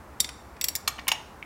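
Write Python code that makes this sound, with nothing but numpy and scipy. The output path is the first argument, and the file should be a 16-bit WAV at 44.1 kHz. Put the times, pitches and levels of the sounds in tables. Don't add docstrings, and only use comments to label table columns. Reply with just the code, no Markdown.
import sys
import numpy as np
from scipy import signal
from scipy.fft import rfft, irfft, next_fast_len
from scipy.io import wavfile
from scipy.ndimage import uniform_filter1d

SR = 44100
rng = np.random.default_rng(int(sys.argv[2]) if len(sys.argv) > 2 else 0)


def store_pcm(level_fs):
    pcm = np.round(np.clip(level_fs, -1, 1) * 32767).astype(np.int16)
    wavfile.write(sys.argv[1], SR, np.atleast_2d(pcm).T)


N = 63945


def undb(db):
    return 10 ** (np.asarray(db) / 20)


def unit(x):
    return x / np.sqrt(np.mean(x ** 2))


def fade(t, t60):
    return np.exp(-np.log(1000) * t / max(t60, 1e-3))


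def colour(x, points):
    hz, db = np.array(points, float).T
    n = 2 * next_fast_len(len(x))
    f = np.maximum(np.arange(n // 2 + 1) * SR / n, 1)
    cepstrum = irfft(np.log(undb(np.interp(np.log(f), np.log(hz), db))))
    cepstrum[1:n // 2] *= 2
    cepstrum[n // 2 + 1:] = 0
    return irfft(rfft(x, n) * np.exp(rfft(cepstrum)))[:len(x)]


def add(out, x, start_s):
    i = int(max(start_s, 0) * SR)
    out[i:i + len(x)] += x[:len(out) - i]


BANDS_HZ = [1000, 2400, 5000, 9000, 13500]
ATTACK_S, CRACK_T60_S = 0.0006, 0.016
MODE_SCATTER_DB = 2
SPLIT_HZ = 62


def strike(modes, crack_tone, hold_s, ring_db, spot_hz, spot_db, spot_t60_s, *band_db):
    t = np.arange(SR // 4) / SR

    def partial(hz, db, t60):
        return undb(db) * fade(t, t60) * np.sin(2 * np.pi * (hz * t + rng.random()))

    crack_noise = rng.standard_normal(len(t)) * fade(np.maximum(t - hold_s, 0), CRACK_T60_S)
    crack = colour(crack_noise, crack_tone)
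    body = 0
    for hz, db, t60 in modes:
        for side in (-1, 1):
            pitch_hz = hz + side * SPLIT_HZ * rng.random()
            body += partial(pitch_hz, db + MODE_SCATTER_DB * rng.standard_normal(), t60)
    ring = undb(ring_db) * body / np.sqrt(2) + partial(spot_hz, spot_db, spot_t60_s)
    hit = (crack + .5 * ring) * np.minimum(t / ATTACK_S, 1)
    return colour(hit, list(zip(BANDS_HZ, band_db)))


# pitch_hz, level_db, t60_s
WRENCH_MODES = [(3733, -7, 0.04), (4580, -4, 0.058), (4840, -9, .045), (5620, -4, 0.073),
                (5646, -7.5, 0.067), (7060, -17, 0.098), (7570, -1, 0.022), (7630, -4.5, 0.068),
                (9400, -5.5, 0.047), (10650, -10, 0.048), (12300, -11, .025), (13400, -30, .03),
                (14470, -31, .04)]
# frequency_hz, level_db
JAW_CRACK_TONE = [(100, 1), (600, -9.5), (1400, -8.5), (1900, 4), (2700, 0.5), (3600, 2.5), (5600, 6),
                  (6500, -2.5), (7300, -2), (8400, -5), (9300, -1), (11500, -4.5), (13300, -1.5),
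                  (16000, -9.5)]
# start_s, hold_s, ring_db, spot_hz, spot_db, spot_t60_s, five band_db
JAW_CLICKS = [ (0.1988, 0.0013, -10, 3800, -6, .02, -57, -29.5, -36, -40, -47),
              (0.2024, 0.0028, -0.5, 3690, 4, 0.045, -25, -22, -13.5, -10.5, -12),
              (0.2441, 0.0023, -0.5, 3580, 2.5, 0.037, -31, -27, -25, -31.5, -37),
              (0.2903, 0.0021, -7, 1448, 0, 0.053, -42, -26, -36.5, -31.5, -42),
              (0.566, 0.0028, -3, 5100, 5, .02, -35, -35, -55.5, -55, -68),
              (0.6119, 0.0019, -5, 7700, -5.5, 0.3, -40, -16.5, -19.5, -24.5, -14.5),
              (0.641, 0.0035, -1, 5640, 5.5, 0.04, -25, -23, -20.5, -18, -13),
              (0.6842, 0.0026, 2.5, 13350, 5, 0.022, -21.5, -22, -21.5, -21, -16),
              (0.7525, 0.002, -5.5, 7100, -1.5, 0.071, -26, -22.5, -23, -18.5, -13),
              (.7590, 0.0034, -8, 14000, 2, 0.017, -29, -39, -26, -22.5, -25)]


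def jaw_clicks():
    out = np.zeros(N)
    for start_s, *contact in JAW_CLICKS:
        add(out, strike(WRENCH_MODES, JAW_CRACK_TONE, *contact), start_s)
    return out


# frequency_hz, level_db
THUD_TONE = [(40, -25), (80, 2), (250, -6), (450, -13), (1000, -19), (4000, -58)]
# start_s, level_db
TABLE_THUDS = [(0.2027, -40), (0.244, -45), (1.08, -41)]


def table_thuds():
    out = np.zeros(N)
    t = np.arange(SR // 4) / SR
    for start_s, level_db in TABLE_THUDS:
        rumble = unit(colour(rng.standard_normal(len(t)), THUD_TONE))
        add(out, undb(level_db) * rumble * fade(t, t60=0.084), start_s)
    return out


# pitch_hz, level_db, t60_s
PISTON_MODES = [(948, -8.5, 0.039), (1050, -8.5, 0.041), (1825, -10.5, 0.083), (2247, -13, 0.11),
                (2800, -16, 0.039), (2890, -21, 0.032), (3520, -14, 0.076), (4830, -14, 0.081),
                (5540, -8.5, 0.087), (6435, 0, 0.052), (7100, -13, 0.086), (9270, -9.5, 0.056)]
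# frequency_hz, level_db
PISTON_CRACK_TONE = [(100, -10), (550, -24.5), (720, -7), (920, -0.5), (1200, -2.5), (1500, -2.5),
                     (2100, 0.5), (3000, 3.5), (3800, 0), (5400, 1.5), (8200, -5), (9300, -3),
                     (11500, -0.5), (13300, 0.5), (16000, -7)]
# start_s, hold_s, ring_db, spot_hz, spot_db, spot_t60_s, five band_db
PISTON_KNOCKS = [ (.8760, 0.0018, -1.5, 4190, 10.5, 0.016, -21.5, -17.5, -18.5, -35, -32),
                 (.8778, 0.0012, 1, 12620, 2.5, 0.043, -17.5, -28, -23, -14, -21.5),
                 (0.8779, 0.0022, -5, 1175, 10, 0.02, -21.5, -14, -17.5, -15.5, -36),
                 (0.9831, 0.0011, -1, 2980, 10, 0.052, -39, -35, -51, -50, -55),
                 (0.988, 0.0018, -1.5, 1990, -9, .02, -21, -25.5, -49, -63, -59),
                 (0.9933, .001, -15, 4760, 1.5, 0.024, -38, -23.5, -33, -49, -47),
                 (1.0700, .002, 6, 2880, 13, 0.012, -24.5, -30.5, -46, -80, -76),
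                 (1.0799, 0.0049, -1.5, 2156, 1.5, 0.032, -22.5, -14, -21, -13.5, -16.5),
                 (1.088, 0.0011, -2, 2848, 7.5, 0.027, -16.5, -17.5, -14, -29, -33),
                 (1.1166, 0.0036, 0.5, 2853, 12, 0.024, -17, -15, -18, -20, -28),
                 (1.1185, .002, -4, 887, 4.5, 0.025, -16.5, -19.5, -31, -37, -61),
                 (1.4262, .002, -27, 2210, 9, 0.011, -38, -25, -53.5, -56, -65)]


def piston_knocks():
    out = np.zeros(N)
    for start_s, *contact in PISTON_KNOCKS:
        add(out, strike(PISTON_MODES, PISTON_CRACK_TONE, *contact), start_s)
    return out


# centre_hz, level_db, t60_s
ROOM_BANDS = [(300, -2.5, 0.37), (1000, -7.5, 0.4), (2230, -11, 0.35), (4900, -15, 0.59), (8700, -17, 0.47),
              (14900, -16, 0.16)]
REFLECTION_S, REFLECTION_DB = .0065, -13
ROOM_DELAY_S, ROOM_BUILD_S, ROOM_DB = .006, 0.0027, -1


def workshop(x):
    t = np.arange(SR // 2) / SR
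    log_hz = np.log(np.maximum(np.fft.rfftfreq(len(t), 1 / SR), 1))
    log_centres = np.log([row[0] for row in ROOM_BANDS])
    noise_spectrum = rfft(rng.standard_normal(len(t)))
    tail = 0
    for share, (_, level_db, t60_s) in zip(np.eye(len(ROOM_BANDS)), ROOM_BANDS):
        band = irfft(noise_spectrum * np.interp(log_hz, log_centres, share), len(t))
        envelope = fade(t, t60_s) * (1 - np.exp(-t / ROOM_BUILD_S))
        tail += undb(level_db) * band * envelope / np.linalg.norm(envelope)
    out = x.copy()
    add(out, undb(REFLECTION_DB) * x, REFLECTION_S)
    add(out, undb(ROOM_DB) * signal.fftconvolve(x, tail)[:N], ROOM_DELAY_S)
    return out


def waver():
    drift = uniform_filter1d(rng.standard_normal(N), size=1500)
    return unit(uniform_filter1d(drift, size=1500))


# frequency_hz, level_db
AIR_TONE = [(13, -35), (22, -22), (48, -1.5), (85, -2.5), (118, -6.5), (140, -6), (242, -6.5), (496, -10),
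            (710, -9), (771, -8), (1130, -9), (2020, -19), (2200, -19), (2820, -26.5), (3230, -29.5),
            (11500, -34.5), (16000, -37)]
AIR_DB = -48
HUM_HZ, HUM_DB, HUM_WANDER_HZ, HUM_SWELL = 70.4, -54.5, 5.9, 0.64


def air_and_hum():
    air = unit(colour(rng.standard_normal(N), AIR_TONE))
    pitch_hz = HUM_HZ + HUM_WANDER_HZ * waver()
    hum = np.sin(2 * np.pi * np.cumsum(pitch_hz) / SR) * (1 + HUM_SWELL * waver())
    return undb(AIR_DB) * air + undb(HUM_DB) * unit(hum)


def scene():
    metal = workshop(jaw_clicks()) + workshop(piston_knocks())
    return (metal + table_thuds() + air_and_hum())[None]


def record(dry):
    ceiling, top_hz = .48, 15900
    lowpass = signal.ellip(10, .2, 70, top_hz, fs=SR, output="sos")
    return signal.sosfilt(lowpass, ceiling * np.tanh(dry / ceiling))


dry = scene()
out = record(dry)
store_pcm(out)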